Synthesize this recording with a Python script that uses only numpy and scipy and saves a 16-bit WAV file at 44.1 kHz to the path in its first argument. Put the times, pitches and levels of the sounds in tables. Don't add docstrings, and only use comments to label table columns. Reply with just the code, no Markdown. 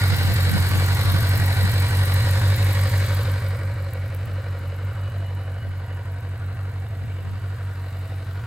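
import sys
import numpy as np
from scipy import signal
from scipy.fft import rfft, irfft, next_fast_len
from scipy.io import wavfile
from scipy.ndimage import uniform_filter1d, map_coordinates

SR = 44100
rng = np.random.default_rng(int(sys.argv[2]) if len(sys.argv) > 2 else 0)


def linear_from_db(decibels):
    return 10 ** (np.asarray(decibels, float) / 20)


def file_out(sig):
    cols = np.atleast_2d(sig).T
    lim = np.clip(cols, -1, 1)
    pcm = np.round(lim * 32767).astype(np.int16)
    wavfile.write(sys.argv[1], SR, pcm)


N = 373086

FIRING_HZ = 47.2
# t/s, firings gained on a steady idle
CRANK_DRIFT = [(.141, -.005), (.705, -.84), (1.3, -1.23), (2.42, -1.33), (3, -.88), (3.8, -.66),
               (4.2, -.92), (4.5, -.87), (4.8, -1.13), (5.25, -.76), (5.5, -.73), (5.9, -.97), (6.5, -1.32),
               (6.8, -1.2), (7.3, -1.44), (7.72, -1.25), (8, -1.41), (8.46, -1.5)]
MISS_EVERY_FIRINGS, SLIP_S, SUCK_BACK_RATIO = 8, 5.75, -.58
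# from t/s, to t/s, strength [1 = normal]
STUMBLE = (3.5, 5.2, .66)
# t/s, strength [1 = normal]
PART_BURNS = [(.17, 0.2), (.52, 0.44), (.696, 0.17), (.868, .56), (.975, -.12), (1.039, 0.042),
              (1.552, -0.16), (2.061, .46), (2.735, 0.44), (3.069, -0.12), (3.913, -0.15), (4.426, -0.099),
              (4.597, 0.55), (4.77, 0.68), (5.271, 0.75), (5.439, 0.39), (5.868, -0.039), (6.039, 0.046),
              (6.21, -0.24), (6.721, -.15), (6.869, -0.82), (6.955, 0.48), (7.233, 0.51), (7.403, -0.14),
              (7.739, 0.41), (7.91, 0.31), (8.081, .19), (8.251, 0.1)]
# delay [firings], sharpness, steady level/dB, level/dB of cylinders 1-4
SHELL_BEAT = (.1, .9, -11, -10, -4, 1.5, 0)
CASES_BEAT = (-.1, 2, 0, -6, 0, 0, -2)
FINS_BEAT = (-.15, 2, 0, -6, -2, -2, 0)
VALVES_BEAT = (-.15, 1.8, 0, -1, 0, -5, -2)
LEAK_BEAT = (-.2, 1.1, -7, 7, -2, -4, 0)

# f/Hz, width/Hz
PIPE = [
    (107, 20),
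    (100, 55),
    (125, 190),
]
# f/Hz, width/Hz, level/dB
PIPE_UPPER = [(201, 14.7, -29.5), (283.3, 10, -37)]
# f/Hz, density [dB per Hz]
GAS_FLOW = [(120, -40), (170, -11), (300, -1), (350, -2.5), (420, -4.5), (600, -3.5), (700, -39),
            (900, -74)]
BOOM_DB_1M = -17.5
PUMP_HZ, PUMP_SHARE = 60, .4
# f/Hz, width/Hz
SHELL_MODES = [(475, 77), (548, 106), (672, 47)]
# level/dB at 1 m, lobe t/s, half width/s, lobe level/dB
SHELL_LOBES = [
    (-44, 2.55, .4, -6),
    (-48, 3.6, 2.2, 11.5),
    (-46, 3.2, 1.2, -9),
]

# level/dB at 1 m, fairing loss/dB
PARTS = [
    (-33, 5),
    (-36.5, 15),
    (-42, 14.5),
    (-39, 15.5),
]
# f/Hz, density [dB per Hz]
LOW_SIDE = [(350, -35), (600, -23), (687, 3.5), (754, -5.5), (875, -9.5), (948, -8.5), (1360, -10),
            (1540, -6), (1910, -7), (2090, -8.5), (2260, -8), (2540, -8.5), (3000, -40), (3900, -45),
            (6600, -120)]
LOW_FRONT = [(350, -36), (600, -12), (629, -42), (650, 4.5), (682, -4.5), (887, -10.5), (942, -7),
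             (1020, -6.5), (1110, -7), (1260, -6), (1550, -5), (2540, -14), (3000, -3), (3900, -46),
             (6600, -120)]
HIGH_SIDE = [(1470, -35), (2500, 3.5), (3160, -8.5), (3490, -7.5), (3740, -2.5), (4110, -2.5), (5870, -10),
             (8200, -6.5), (9360, -8.5), (10200, -7), (11000, -16), (12300, -18), (13700, -22),
             (15200, -22.5), (16000, -39)]
HIGH_FRONT = [(1470, -39), (2500, -8), (2770, -6), (2940, -4.5), (3040, -5), (3130, -9.5), (3380, -13.5),
              (3740, -7), (4270, -9), (5740, -16), (8080, -12), (9360, -16.5), (12300, -11), (15200, -22.5),
              (16000, -17)]
# f/Hz, width/Hz, level/dB over the rustle
FIN_MODES = [(777, 30, -1), (952, 16, 2), (1150, 14, -1), (1432, 18, 0), (1528, 22, 0), (1913, 35, -3),
             (2228, 30, -1), (2323, 18, -1), (3342, 25, 1), (4066, 22, -2), (8016, 60, -2), (8790, 25, 2)]
# f/Hz, middle t/s, half width/s, level/dB
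SINGING_FINS = [
    (2935, 5.25, .9, -58.5),
    (2935, 5.09, .03, -53),
    (2935, 5.26, .035, -52),
    (2935, 5.61, .04, -52),
    (2935, 5.92, .05, -56),
    (4000, 3.15, .12, -52),
    (8100, 3.5, .35, -58),
]
# f/Hz, left-right correlation [0-1]
ALIKE_SIDE = [(300, .93), (640, .95), (1400, .68), (3000, .55), (5500, .45), (7200, .6), (10000, .55),
              (13000, .87)]
ALIKE_FRONT = [(300, .96), (640, .96), (1400, .82), (3000, .62), (5500, .5), (7200, .68), (10000, .68),
               (13000, .9)]

# t/s, flank share in sight [0-1]
VIEW = [(0, 1), (2.9, 0.92), (3.7, 0.36), (4.5, 0), (8.46, 0.04)]
# t/s, distance/m, fairing shadow [0-1]
WALK = [(0, 1.09, 0.04), (.4, 0.95, 0.17), (1.1, 1.02, 0.14), (1.7, 1.14, 0.15), (2.4, 1.026, 0.22),
        (3.06, 1.24, 0.26), (3.4, 1.75, 0.57), (3.74, 2.35, 0.87), (4.3, 2.54, .88), (4.76, 2.8, 0.9),
        (5.1, 2.7, 0.96), (5.7, 3.32, 0.93), (6.4, 3.1, 0.98), (7.2, 3.2, 0.92), (7.9, 3.3, 0.78),
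        (8.46, 3.3, 0.8)]
# t/s, share of pulsing surviving round the fairing [0-1]
LEAK_DIRECT = [(0, 0.83), (3.3, 0.9), (4.2, .95), (5.6, 1), (6.4, 0.7), (8.46, 0.5)]
# t/s, lag/samples
PORT_LAG = [(0, 5.5), (2, 5), (3.5, 1.5), (4.5, 0.5), (6.5, 3), (8.46, 1)]

# t/s, peak level/dB, left-right/dB
GRIT = [
    (3.935, -23, -9),
    (4.1414, -35, -1.0),
    (4.148, -23, 3),
    (4.257, -29, -1.0),
]
# f/Hz, density [dB per Hz]
BUFFET = [(20, -28), (54, -9), (86, 0), (150, -2), (215, -8), (310, -18), (410, -26), (1000, -70)]
# t/s, peak level/dB
GUSTS = [(.13, -34), (.295, -31), (.55, -26.5), (.765, -31.5), (.93, -43), (1.08, -34.5), (1.15, -34.5),
         (1.4, -38), (1.65, -33.5), (2.06, -51), (2.58, -53), (3.02, -46), (3.25, -59), (4.3, -50),
         (4.62, -56), (5.7, -46), (6.54, -58), (7.05, -48), (7.3, -43.5)]
GUST_DB_PER_S, CALM_DB = 194, -69.5


def unit(x):
    return x / np.sqrt(np.mean(x ** 2) + 1e-20)


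def along(points, hz):
    f, v = np.transpose(points)
    return np.interp(np.log(hz + 1), np.log(f + 1), v)


def curves(rows):
    s, *cols = np.transpose(rows)
    return [np.interp(np.arange(N) / SR, s, c) for c in cols]


def wobble(knots_per_s):
    knots = rng.standard_normal(int(N * knots_per_s / SR) + 4)
    return map_coordinates(knots, [np.arange(N) * knots_per_s / SR])


def lobe(middle_s, half_width_s):
    return np.exp(-((np.arange(N) / SR - middle_s) / half_width_s) ** 2)


def filtered(x, response):
    m = next_fast_len(N + SR // 2)
    return irfft(rfft(x, m) * response(np.fft.rfftfreq(m, 1 / SR)), m)[..., :N]


def resonance(f, hz, width):
    return 1j * f * width / (hz * hz - f * f + 1j * f * width)


def chamber(f, hz, width):
    return hz * hz / (hz * hz - f * f + 1j * f * width)


def modes(table):
    return lambda f: sum((-1) ** k * linear_from_db(db) * resonance(f, hz, w) for k, (hz, w, db) in enumerate(table))


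def walk():
    metres, shadow = curves(WALK)
    return -20 * np.log10(metres), shadow


def firings():
    return FIRING_HZ * np.arange(N) / SR + curves(CRANK_DRIFT)[0]


def beat(delay, sharp, steady_db, *cylinder_db, scatter_db=1.5):
    turn = firings() - delay
    index = np.round(turn).astype(int)
    chance = rng.standard_normal(N // 800)[index + 1]
    peak = linear_from_db(np.array(cylinder_db)[index % 4] + scatter_db * chance)
    burst = peak * np.exp(sharp * (np.cos(2 * np.pi * turn) - 1))
    lope_db = .45 * np.interp(turn, np.arange(4), cylinder_db, period=4)
    return np.hypot(linear_from_db(steady_db + lope_db), burst)


def rustle(envelope, response, alike):
    def mid_side(f):
        angle = np.arccos(np.clip(along(alike, f), -.99, .99)) / 2
        return response(f) * np.array([np.cos(angle), np.sin(angle)])

    mid, side = filtered(envelope * rng.standard_normal((2, N)), mid_side)
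    return unit(np.array([mid + side, mid - side]))


def strengths(count, at, luck):
    size = np.array([1.2, 1.03, 1.03, .95])[count % 4] * linear_from_db(.6 * luck)
    place = (count + 4 * (at > SLIP_S * SR)) % MISS_EVERY_FIRINGS
    missed = place == 0
    size[missed] = SUCK_BACK_RATIO * linear_from_db(1.8 * luck[missed])
    from_s, to_s, weak = STUMBLE
    size[(place == 2) & (at > from_s * SR) & (at < to_s * SR)] = weak
    for s, strength in PART_BURNS:
        size[np.argmin(abs(at - s * SR))] = strength
    return size


def exhaust():
    turn = firings()
    count = np.arange(1, int(turn[-1]) + 1)
    luck = rng.standard_normal((len(count), 2))
    at = np.interp(count, turn, np.arange(N))
    size = strengths(count, at, luck[:, 0])
    start = np.round(at - .0133 * SR + .0002 * SR * luck[:, 1]).astype(int)
    pulses = np.bincount(start, size, N)[:N]
    pumped = np.bincount(start, PUMP_SHARE * (size.mean() - size), N)[:N]

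    def pipe(f):
        tail, box, mouth = PIPE
        return resonance(f, *tail) * chamber(f, *box) * chamber(f, *mouth) + 2 * modes(PIPE_UPPER)(f)

    def deep_pipe(f):
        return pipe(f) / (1 + (f / PUMP_HZ) ** 8)

    boom = unit(filtered(pulses, pipe) + filtered(pumped, deep_pipe)) * linear_from_db([[-.3], [.3]])
    gas = rustle(beat(*CASES_BEAT), lambda f: linear_from_db(along(GAS_FLOW, f)), ALIKE_FRONT)
    return linear_from_db(BOOM_DB_1M + walk()[0]) * (boom + linear_from_db(-23.5) * gas)


def silencer():
    puffs = beat(*SHELL_BEAT, scatter_db=.7)
    out = np.zeros((2, N))
    for (near_db, s, half_s, lobe_db), (hz, width) in zip(SHELL_LOBES, SHELL_MODES):
        db = near_db + walk()[0] + lobe_db * lobe(s, half_s) + .8 * wobble(3)
        cycles = hz * np.arange(N) / SR + .25 * wobble(30)
        struck = unit(puffs * np.sin(2 * np.pi * cycles))
        shaken = rustle(puffs, lambda f: resonance(f, hz, width * 1.13) ** 2, ALIKE_FRONT)
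        out += linear_from_db(db - .4) * (.85 * struck + .53 * shaken)
    return out


def seen(envelope, side, front):
    share = np.clip(curves(VIEW)[0], 0, 1)
    flank = np.sqrt(share) * rustle(envelope, side, ALIKE_SIDE)
    return flank + np.sqrt(1 - share) * rustle(envelope, front, ALIKE_FRONT)


def band(table, low_hz, high_hz):
    def response(f):
        ringing = 1 + sum(linear_from_db(db) * abs(resonance(f, hz, w)) ** 2 for hz, w, db in FIN_MODES)
        edges = np.sqrt((1 + (low_hz / (f + 1)) ** 24) * (1 + (f / high_hz) ** 24))
        return linear_from_db(along(table, f)) * ringing / edges

    return response


def high_bands(low_hz, high_hz):
    return band(HIGH_SIDE, low_hz, high_hz), band(HIGH_FRONT, low_hz, high_hz)


def engine():
    near_db, shadow = walk()
    cases_db, fins_db, valves_db, leak_db = [db + near_db - lost_db * shadow for db, lost_db in PARTS]
    cases = seen(beat(*CASES_BEAT), band(LOW_SIDE, 797, 2350), band(LOW_FRONT, 665, 2620))
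    fins = linear_from_db([[.5], [-.5]]) * seen(beat(*FINS_BEAT), *high_bands(2820, 5390))
    body = linear_from_db(cases_db + 2.22) * cases + linear_from_db(fins_db + 3.5) * fins
    valves = linear_from_db([[.6], [-.6]]) * seen(beat(*VALVES_BEAT), *high_bands(5670, 10860))
    leak_pulse = beat(*LEAK_BEAT, scatter_db=2.8) ** curves(LEAK_DIRECT)[0]
    leak = linear_from_db([[-.5], [.5]]) * seen(leak_pulse, *high_bands(12100, 20000))
    hiss = linear_from_db(valves_db + 2.5) * valves + linear_from_db(leak_db - 0.4) * leak
    return drifting(body, patchy_db=1.4) + singing(), drifting(hiss, patchy_db=1.6)


def singing():
    out = np.zeros((2, N))
    for hz in sorted({row[0] for row in SINGING_FINS}):
        tone = np.sin(2 * np.pi * (hz * np.arange(N) / SR + .3 * wobble(hz / 75)))
        shaken = rustle(1, lambda f: resonance(f, hz, hz / 45) ** 2, [(3000, .6)])
        power = sum((linear_from_db(db) * lobe(s, w)) ** 2 for fin_hz, s, w, db in SINGING_FINS if fin_hz == hz)
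        out += np.sqrt(power) * (tone + .5 * shaken)
    return out


def drifting(x, patchy_db):
    z = signal.stft(x, nperseg=512)[2]
    field = uniform_filter1d(rng.standard_normal(z.shape[1:]), size=3, axis=0)
    for frames in (40, 20):
        field = uniform_filter1d(field, size=frames, axis=1)
    patches = linear_from_db(patchy_db * unit(field) - 0.03 * patchy_db ** 2)
    return signal.istft(z * patches, nperseg=512)[1][:, :N]


def grit():
    cracks = np.zeros((2, N))
    for s, db, pan_db in GRIT:
        cracks[:, round(s * SR)] = linear_from_db(db + 7 + np.array([pan_db, -pan_db]) / 2)

    def click(f):
        echo = 0.9 * np.exp(-2j * np.pi * f * .0009)
        return resonance(f, 14000, 11000) ** 2 * (1 + echo)

    return filtered(cracks, click)


def wind():
    t = np.arange(N) / SR
    gust = linear_from_db(CALM_DB) + sum(linear_from_db(db - GUST_DB_PER_S * abs(t - s)) for s, db in GUSTS)
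    lumps = linear_from_db(2 * np.array([wobble(25), wobble(25)]))
    eddies = rustle(1, lambda f: linear_from_db(along(BUFFET, f)), [(100, .1)])
    return gust * linear_from_db([[7], [9]]) * unit(lumps * eddies)


def scene():
    body, hiss = engine()
    left, right = exhaust() + silencer() + body
    half_lag = curves(PORT_LAG)[0] * .5
    left = map_coordinates(left, [np.arange(N) - half_lag], order=3)
    right = map_coordinates(right, [np.arange(N) + half_lag], order=3)
    return np.array([left, right]) + hiss * linear_from_db([[-.4], [.4]]) + wind() + grit()


def band_limit(x):
    return signal.sosfilt(signal.butter(12, 16930, fs=SR, output="sos"), x)


def record(dry):
    def colour(f):
        return (1j * f / (19 + 1j * f)) ** 2 * (f < 15900)

    return band_limit(filtered(dry, colour))


dry = scene()
out = record(dry)
file_out(out)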